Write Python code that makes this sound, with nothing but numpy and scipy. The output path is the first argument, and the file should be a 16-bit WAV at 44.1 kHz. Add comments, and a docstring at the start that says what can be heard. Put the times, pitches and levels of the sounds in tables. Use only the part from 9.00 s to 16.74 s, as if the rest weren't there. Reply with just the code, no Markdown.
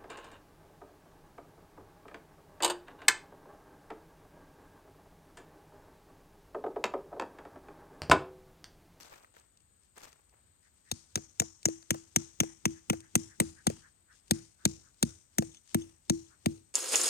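"""On a stony lakeshore, a steel hammer drives a tent stake: twelve quick blows, a pause, seven slower ones.
Each impact excites the head's clink, the shaft's clank and hum, and a dispersive thud in the soil; the
thud grows as the stake bites, the clank fades as it sinks, and trees scatter the clink back. Shoes scuff
the gravel first; pebbles tick, faint rustles and swishes come and go, and late on loose metal chinks.
The air is still, and the microphone's hiss is the floor."""
import sys
import numpy as np
from scipy.fft import rfft, irfft, next_fast_len
from scipy.io import wavfile
from scipy.ndimage import map_coordinates

SR = 44100
rng = np.random.default_rng(int(sys.argv[2]) if len(sys.argv) > 2 else 0)


def put_to_file(sound):
    """Save the sound as 16-bit audio at rate SR, in the file named by the first command-line argument."""
    columns = np.atleast_2d(sound).T  # one column per channel
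    safe = np.clip(columns, -1, 1)
    whole_steps = np.round(safe * 32767)
    wavfile.write(sys.argv[1], SR, whole_steps.astype(np.int16))


N = 341334
T = np.arange(SR // 2) / SR  # time since a contact, in seconds
LEAD = SR // 50  # samples of room before a contact

# Levels in the tables are relative: each source applies its own gain.
# Spectra of still air and of microphone hiss: frequency_hz, density_db
AIR = [(25, -33), (45, 0.5), (82, 3), (130, -5), (300, -10.5), (700, -15.5), (1700, -17.5), (2600, -20.5),
       (4500, -19.5), (6000, -25.5), (9000, -46.5)]
HISS = [(3000, -43.5), (6000, -30.5), (7050, -9), (7600, -21.5), (8000, -3), (8250, 1), (8600, -16.5),
        (9200, -30.5), (10500, -34.5), (12500, -24.5), (15000, -37.5), (16300, -38.5)]
# Heels and soles landing: start_s, scuff_db, grit_db
STEPS = [(0.0, -60, -51), (0.057, -57.5, -54), (0.127, -52.5, -55.5), (0.365, -61.5, -64),
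         (0.982, -55, -55.5), (1.037, -55.5, -53), (1.34, -70.5, -93)]
# Spectra of gravel under a sole: frequency_hz, density_db
SCUFF = [(60, -4), (200, -5.5), (500, 4.5), (1100, 3), (2500, -4), (4500, -21.5)]
GRIT = [(1800, 1), (3500, 4), (7000, 4.5), (9000, 0.5), (10500, -13), (12500, -3.5), (16000, -23.5)]
# The clearest pebble slips: start_s, tick_db, clack_db
SLIPS = [(0.0313, -45.5, -61), (0.2458, -65, -50.5), (0.3668, -70, -50.5), (0.398, -55, -72.5),
         (0.573, -55, -72), (0.98, -44.5, -54.5), (1.0343, -46.5, -51), (1.1293, -52.5, -61.5),
         (2.6301, -44.5, -63), (2.827, -50, -58), (4.0048, -44, -62), (6.5467, -47.5, -65)]
# Spectra of a small hard contact: frequency_hz, density_db
TICK = [(1200, -33), (2500, -4.5), (4200, -2.5), (6500, 0.5), (9000, 2.5), (11000, -17), (15000, -28.5)]
CLACK = [(200, -11), (600, 5), (1500, -0.5), (2500, -7.5), (4500, -24)]
# Shifting about on the gravel: peak_s, level_db
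RUSTLES = [(0.85, -72.5), (1.66, -70), (1.78, -72), (5.16, -61), (6.56, -64), (6.70, -60.5), (7.29, -66.5)]
# Spectrum of a rustle: frequency_hz, density_db
RUSTLE_SPECTRUM = [(300, -11), (1500, -5.5), (3500, 0), (6500, 5), (9000, 1), (11000, -15), (16000, -34.5)]
# Runs of swishes: start_s, swish_count, middle_db, first_centre_hz
SWISH_RUNS = [(1.66, 1, -69, 1810), (1.885, 1, -65, 1850), (3.21, 12, -57.5, 1846), (7.331, 1, -63.5, 1410)]
# Hammer blows, whose angle of contact favours one pitch: start_s, clink_db, favoured_hz, hum_db
BLOWS = [(1.9151, -29.5, 4990, -43.0), (2.1569, -28, 5370, -34.5), (2.3993, -28, 6140, -30.5),
         (2.6551, -27, 6400.0, -18), (2.9065, -29.5, 7090, -23.5), (3.1613, -25.6, 6840, -25.5),
         (3.403, -27.5, 6860, -21.5), (3.655, -31.5, 6900, -20.5), (3.8994, -33, 7120, -21),
         (4.1547, -25, 7160, -23), (4.4012, -23.5, 10460, -21), (4.669, -23.5, 3010, -29.5),
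         (5.3102, -21, 3400.0, -22), (5.6535, -22, 5210, -25), (6.0275, -20.5, 3170, -30.5),
         (6.384, -30, 7130, -21), (6.7458, -30, 10370, -17), (7.0978, -26, 5320, -14.5),
         (7.4596, -31, 3500.0, -20.5)]
# The head's low, middle and high resonance: centre_hz, level_db
HEAD_RESONANCES = [(4300, -8), (6300, -3.5), (8500, 0)]
# Spectra of the shaft's clank and the head's three resonances: frequency_hz, density_db
CLANK = [(250, -10.5), (480, -0.5), (850, 5.5), (970, 1.5), (1150, -1), (1600, -4), (2100, -3.5),
         (2700, -4), (3400, -1), (4200, -36)]
LOW_CLINK = [(2800, -36.5), (3700, 3.5), (4800, -2.5), (5300, -3.5), (6000, -34.5)]
MIDDLE_CLINK = [(4700, -28), (5600, 4), (6200, 6), (6800, 6.5), (7400, 2.5), (8100, -44.5)]
HIGH_CLINK = [(6900, -25), (7800, -1), (8900, 2.5), (9600, -7), (10500, -23.5), (11800, -13.5),
              (14500, -15.5), (16300, -43)]
# Spectra of the soil's thud and the boom it leaves: frequency_hz, density_db
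THUD = [(20, -70.5), (35, -43), (48, -22.5), (62, -32.5), (90, -9.5), (160, -4), (182, -1.5), (212, 1),
        (260, -4), (360, -6.5), (440, -16.5), (570, -12.5), (800, -17), (1500, -52)]
BOOM = [(35, -20.5), (80, 2.5), (240, -8.0), (500, -19), (1200, -45.0)]
# The stake's slow bending mode and the ground's modes: pitch_hz, level_db, t60_s
BENDING_MODE = [(328.7, -2.5, .245)]
SOIL_MODES = [(91, -22, 0.13), (150.1, -12, 0.16), (224.3, 4, 0.085)]
# Response of the reflecting surroundings: frequency_hz, gain_db
SCATTER = [(200, -35), (1000, -11.5), (2200, -8.5), (3500, -11), (4900, 1.5), (6300, -1.5), (8700, -7),
           (10500, -2.5), (12500, -21.5), (16000, -22.5)]
# The hammer falling back on the stake: start_s, level_db
REBOUNDS = [(2.175, -34.5), (2.419, -29.5), (2.6857, -27.5), (2.944, -36.5), (3.434, -30.5), (3.931, -30),
            (4.4169, -31), (4.7003, -30), (6.4234, -32)]
# Spectrum of its hollow knock: frequency_hz, density_db
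KNOCK = [(200, -17.5), (420, 5.5), (700, 1), (950, -10.5), (2200, -23), (4500, -36.5)]
# Loose metal parts touching: start_s, level_db
CHINKS = [(6.516, -52), (6.549, -53), (6.569, -47), (6.8182, -42), (7.2647, -56)]
# Their modes: pitch_hz, level_db, t60_s
CHINK_MODES = [(3120, -3, .04), (3520, 1, .04), (6450, 4, .04), (8150, -10, .09)]
# Shadowing of the right microphone port, for direct and for diffuse sound: frequency_hz, loss_db
DIRECT_SHADOW = [(60, -.8), (120, .8), (330, 4), (1000, 4), (2400, 2), (4000, 7), (5000, 3), (6000, 5),
                 (7000, 2), (8000, 5), (9000, 12), (10000, 6), (11200, 0)]
DIFFUSE_SHADOW = [(100, 0.5), (400, 2.5), (2400, 4), (3300, 5.5), (4800, 17), (7500, 8.5), (9000, 11),
                  (10500, 17.5), (12000, 0)]
# Lag of direct sound at the right port: frequency_hz, delay_ms
PORT_LAG = [(120, 1.05), (330, .79), (500, .7), (1000, .51), (2000, .45), (8500, .46), (11500, .012)]
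# Likeness of the ports in a diffuse field: frequency_hz, coherence
COHERENCE = [(60, .8), (130, 0.67), (290, 0.22), (640, -0.35), (1400, 0.12), (3000, 0.087), (10500, -0.17),
             (12500, 0.49)]


def amp(db):
    """Decibels as an amplitude ratio."""
    return 10 ** (np.asarray(db) / 20)


def unit(x):
    """Power normalisation to rms 1."""
    return x / np.sqrt(np.mean(x ** 2) + 1e-20)


def blow_sized(x):
    """Energy normalisation to that of 5 ms at rms 1."""
    return x / np.sqrt(np.sum(x ** 2) / (.005 * SR) + 1e-20)


def along(points, hz):
    """Interpolation on a logarithmic frequency axis."""
    knots_hz, values = np.transpose(points)
    return np.interp(np.log(hz + 1), np.log(knots_hz), values)


def filtered(x, response):
    """Linear filtering: the spectrum of x times a complex frequency response."""
    size = x.shape[-1]
    padded = next_fast_len(size + 8192)
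    return irfft(rfft(x, padded) * response(np.fft.rfftfreq(padded, 1 / SR)), padded)[..., :size]


def coloured(x, spectrum):
    """Zero-phase filtering by a table of frequency_hz, gain_db."""
    return filtered(x, lambda hz: amp(along(spectrum, hz)))


def wobble(rate_hz, size=N):
    """Random modulation: a smooth curve through Gaussian knots."""
    knots = rng.standard_normal(int(size * rate_hz / SR) + 4)
    return map_coordinates(knots, [np.arange(size) * rate_hz / SR], mode="nearest")


def add(track, start_s, sound):
    """Superposition of a sound whose contact, LEAD samples in, falls at start_s."""
    start = max(round(start_s * SR) - LEAD, 0)
    part = track[..., start:start + sound.shape[-1]]
    part += sound[..., :part.shape[-1]]


def burst(envelope, spectrum):
    """Source and filter: a short noise excitation shaped by a spectrum."""
    excitation = (envelope * rng.standard_normal(len(T)))[:SR // 16]
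    return blow_sized(coloured(np.pad(excitation, (LEAD, 0)), spectrum))


def ring(modes, rise_s, detune):
    """Damped modes swell in and decay exponentially, slightly retuned each time."""
    tuning = 1 + detune * rng.standard_normal()
    tone = sum(amp(db - 60 * T / t60) * np.sin(2 * np.pi * hz * tuning * T) for hz, db, t60 in modes)
    return np.pad(tone * (1 - np.exp(-(T / rise_s) ** 2)), (LEAD, 0))


def from_left(x):
    """Path difference and shadowing: sound from the left reaches the right port later and weaker."""
    delay = lambda hz: np.exp(-2j * np.pi * hz * along(PORT_LAG, hz) / 1000)
    return np.array([x, filtered(x, lambda hz: amp(-along(DIRECT_SHADOW, hz)) * delay(hz))])


def from_around(pair):
    """Diffuse field: two independent signals become partly coherent at the ports."""
    coherence = lambda hz: np.clip(along(COHERENCE, hz), -1, 1)
    right = filtered(pair[0], coherence) + filtered(pair[1], lambda hz: np.sqrt(1 - coherence(hz) ** 2))
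    return np.array([pair[0], filtered(right, lambda hz: amp(-along(DIFFUSE_SHADOW, hz)))])


def noise_floor(air_db=-71, hiss_db=-68, drift_db=1):
    """Ambient noise and self-noise: still air over the lake and the microphone's narrow hiss."""
    air = amp(air_db + drift_db * wobble(8.3)) * unit(coloured(rng.standard_normal((2, N)), AIR))
    hiss = amp(hiss_db) * unit(coloured(rng.standard_normal((2, N)), HISS))
    return from_around(air + hiss)


def footfall(start_s, rise_s=0.017, fall_s=0.042, settle_db=-16.5, settle_s=.17):
    """Loading and relaxation: weight comes on quickly and eases off, then the gravel settles."""
    t = np.arange(N) / SR - start_s
    before, after = np.minimum(t, 0), np.maximum(t, 0)
    release = np.exp(-after / fall_s) + amp(settle_db) * np.exp(-after / settle_s)
    return np.exp(-(before / rise_s) ** 2) * release


def steps(scuff_gain_db=1, clump_db=3, grain_db=5):
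    """Granular friction: soles grind the gravel, giving clumps of grit over a dull scuff."""
    times_s, scuff_db, grit_db = np.transpose(STEPS)
    power = np.array([footfall(start_s) for start_s in times_s]) ** 2
    out = np.zeros((2, N))
    for levels_db, spectrum in (scuff_db + scuff_gain_db, SCUFF), (grit_db, GRIT):
        grains = rng.standard_normal((2, N)) * amp(clump_db * wobble(120) + grain_db * wobble(1500))
        out += np.sqrt(amp(levels_db) ** 2 @ power) * unit(coloured(grains, spectrum))
    return from_around(out)


def pebbles(tick_gain_db=-4, clack_gain_db=-2, tick_s=0.00215, clack_s=0.0024, stray_count=12):
    """Impact noise: slipping pebbles give a bright tick over a clack, with faint strays at random."""
    out = np.zeros(N)
    stray_s = rng.uniform(0, N / SR, stray_count)
    stray_db = rng.normal(-61, 3, stray_count)
    for start_s, tick_db, clack_db in [*SLIPS, *zip(stray_s, stray_db, stray_db - 14)]:
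        add(out, start_s, amp(tick_db + tick_gain_db) * burst(np.exp(-T / tick_s), TICK))
        add(out, start_s, amp(clack_db + clack_gain_db) * burst(np.exp(-T / clack_s), CLACK))
    return out


def rustles(width_s=0.03, clump_db=3, lead_in_s=0.024, lead_in_db=-66):
    """Modulated noise: shifting on gravel rustles; a faint, grainy hiss swells just before each blow."""
    t = np.arange(N) / SR
    lead_ins = [(start_s - lead_in_s, lead_in_db) for start_s, *_ in BLOWS]
    swells = [*RUSTLES, *lead_ins]
    level = sum(amp(db) * np.exp(-((t - peak_s) / width_s) ** 2 / 2) for peak_s, db in swells)
    grains = rng.standard_normal((2, N)) * amp(clump_db * wobble(640))
    return from_around(level * unit(coloured(grains, RUSTLE_SPECTRUM)))


def swishes(gain_db=-1, width_s=0.021, band_hz=260, gap_s=.2865, hurry_s=.0041, sink_hz=38, fade_db=1.93):
    """Narrow-band noise in soft puffs: a run swells and fades, quickening and sinking in pitch."""
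    out = np.zeros((2, N))
    swell = np.exp(-((T - T.mean()) / width_s) ** 2 / 2)
    for start_s, count, middle_db, first_hz in SWISH_RUNS:
        for k in range(round(count)):
            peak_s = start_s + gap_s * k - hurry_s * k ** 2 / 2
            level_db = middle_db + gain_db - fade_db * abs(k - (count - 1) / 2)
            centre_hz = first_hz - sink_hz * k
            band = lambda hz: 1 / (1 + ((hz - centre_hz) / band_hz) ** 2)
            puff = amp(level_db) * swell * unit(filtered(rng.standard_normal((2, len(T))), band))
            add(out, peak_s - T.mean(), np.pad(puff, ((0, 0), (LEAD, 0))))
    return from_around(out)


def blow_levels(favour_db=14, favour_octaves=.2, bite_blows=4.4, half_buried_blows=11.7):
    """Excitation by depth and angle: start_s, thud_db, clank_db, three ring levels, hum_db, echo_db."""
    start_s, clink_db, favoured_hz, hum_db = np.transpose(BLOWS)
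    depth = np.arange(len(start_s))  # in blows
    thud_db = -17 - 14.5 * np.exp(-depth / bite_blows)  # loose topsoil gives way to firm ground
    burial_loss_db = 10 / (1 + np.exp((half_buried_blows - depth) / 1.5))
    clank_db = thud_db - 1.2 - burial_loss_db
    lift_db = lambda hz: favour_db * np.exp(-(np.log2(hz / favoured_hz) / favour_octaves) ** 2 / 2)
    rings_db = [clink_db + db + lift_db(hz) for hz, db in HEAD_RESONANCES]
    head_db = 10 * np.log10(np.sum(amp(rings_db) ** 2, axis=0))
    echo_db = -38.2 + .7 * (head_db + 19.5)  # the echo partly follows the clink's strength
    return np.column_stack([start_s, thud_db, clank_db, *rings_db, hum_db, echo_db])


def strike(crack_s, ring_s, ring_db, ground_db=-11.5, ground_s=0.0022):
    """Impact envelope: a crack and a soil-damped ring, summed in power with their ground reflection."""
    direct = (1 - np.exp(-T / 0.00017)) * (np.exp(-T / crack_s) + amp(ring_db) * np.exp(-T / ring_s))
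    reflected = amp(ground_db) * np.interp(T - ground_s, T, direct, left=0)
    return np.hypot(direct, reflected)


def clink(bands_db):
    """Resonance of struck steel: the shaft clanks and the head rings in three bands."""
    dull = strike(crack_s=0.00094, ring_s=0.0034, ring_db=-5.5)
    sharp = strike(crack_s=0.00049, ring_s=0.0031, ring_db=-8.5)
    clank_db, *rings_db = bands_db
    spectra = LOW_CLINK, MIDDLE_CLINK, HIGH_CLINK
    head = sum(amp(db) * burst(sharp, spectrum) for db, spectrum in zip(rings_db, spectra))
    return amp(clank_db) * burst(dull, CLANK) + head


def clinks(slap_db=-26, slap_s=.0238):
    """Direct sound and early reflection: a flat surface four metres off slaps each clink back."""
    out = np.zeros(N)
    for start_s, _, *bands_db, _, _ in blow_levels():
        add(out, start_s, clink(bands_db))
        add(out, start_s + slap_s, amp(slap_db) * coloured(clink(bands_db), SCATTER))
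    return out


def thuds(delay_s=.042, knee_hz=70, firm_db=-18, damping=2.2, soft_hz=150):
    """Dispersion: the low frequencies of a push into the soil arrive last, so the thud falls in pitch."""
    out, push = np.zeros(N), np.zeros(SR // 6)
    push[LEAD] = 1
    dispersion = lambda hz: np.exp(-2j * np.pi * delay_s * knee_hz * np.log(1 + hz / knee_hz))
    for start_s, thud_db, *_ in blow_levels():
        # loose topsoil damps the main resonance; firm ground lets it stand out
        ceiling_db = lambda hz: damping * min(thud_db - firm_db, 0) * hz / (hz + soft_hz)
        thud = filtered(push, lambda hz: amp(np.minimum(along(THUD, hz), ceiling_db(hz))) * dispersion(hz))
        add(out, start_s, amp(thud_db) * blow_sized(thud))
    return out


def hums(gain_db=-1):
    """Free vibration: the stake, clamped by the soil, sways on; the ground rings briefly with it."""
    out = np.zeros(N)
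    for start_s, thud_db, *_, hum_db, _ in blow_levels():
        stake = amp(hum_db + gain_db) * ring(BENDING_MODE, rise_s=0.023, detune=0.0035)
        ground = amp(thud_db) * ring(SOIL_MODES, rise_s=0.026, detune=0.025)
        add(out, start_s, stake + ground)
    return out


def echoes(gain_db=3, arrive_s=0.036, t60_s=0.54, patchy_db=2, ripple_db=2, boom_db=-16, boom_t60_s=.4):
    """Scattering: trunks and leaves return each clink, swelling late; the thud leaves a soft low boom."""
    out = np.zeros((2, N))
    swell = amp(-9) + 1 - np.exp(-(T / arrive_s) ** 4)
    usual_db = np.mean(blow_levels(), axis=0)[2:6]
    spectra = CLANK, LOW_CLINK, MIDDLE_CLINK, HIGH_CLINK
    ripple_hz = np.arange(500, 16000, 450)  # here the colour varies by chance from blow to blow
    for start_s, thud_db, *bands_db, _, echo_db in blow_levels():
        # the trees receive sound from all sides of the stake, so its colour varies less there
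        sent_db = usual_db + 0.55 * (np.array(bands_db) - usual_db)
        trunks = rng.standard_normal((2, len(T))) * amp(patchy_db * wobble(150, len(T)))
        sent = sum(amp(db) * unit(coloured(trunks, spectrum)) for db, spectrum in zip(sent_db, spectra))
        ripple = np.column_stack([ripple_hz, ripple_db * rng.standard_normal(len(ripple_hz))])
        scatter = coloured(coloured(sent, SCATTER), ripple) * swell * amp(-60 * T / t60_s)
        boom = coloured(rng.standard_normal((2, len(T))), BOOM)
        boom *= (1 - np.exp(-T / 0.0082)) * amp(-60 * T / boom_t60_s)
        tail = amp(echo_db + gain_db) * blow_sized(scatter) + amp(thud_db + boom_db) * blow_sized(boom)
        add(out, start_s, np.pad(tail, ((0, 0), (LEAD, 0))))
    return from_around(out)


def rebounds(tick_db=-11, tick_s=0.0021, knock_s=0.0055):
    """Elastic rebound: the hammer's light second contact gives a hollow knock and little ring."""
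    out = np.zeros(N)
    for start_s, level_db in REBOUNDS:
        tick = amp(tick_db) * burst(np.exp(-T / tick_s), TICK)
        knock = burst(np.exp(-T / knock_s), KNOCK)
        add(out, start_s, amp(level_db) * (tick + knock))
    return out


def chinks(gain_db=-3):
    """Inharmonic modes: light metal touches metal and rings for an instant."""
    out = np.zeros(N)
    for start_s, level_db in CHINKS:
        add(out, start_s, amp(level_db + gain_db) * ring(CHINK_MODES, rise_s=.001, detune=.02))
    return out


def scene():
    """Direct and diffuse fields add: stake, pebbles and metal on the left, the rest all around."""
    near = clinks() + thuds() + hums() + rebounds() + pebbles() + chinks()
    return from_left(near) + echoes() + steps() + rustles() + swishes() + noise_floor()


def record(dry):
    """Band limiting: nothing above 16.5 kHz passes."""
    return filtered(dry, lambda hz: hz < 16500)


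dry = scene()
out = record(dry)
put_to_file(out)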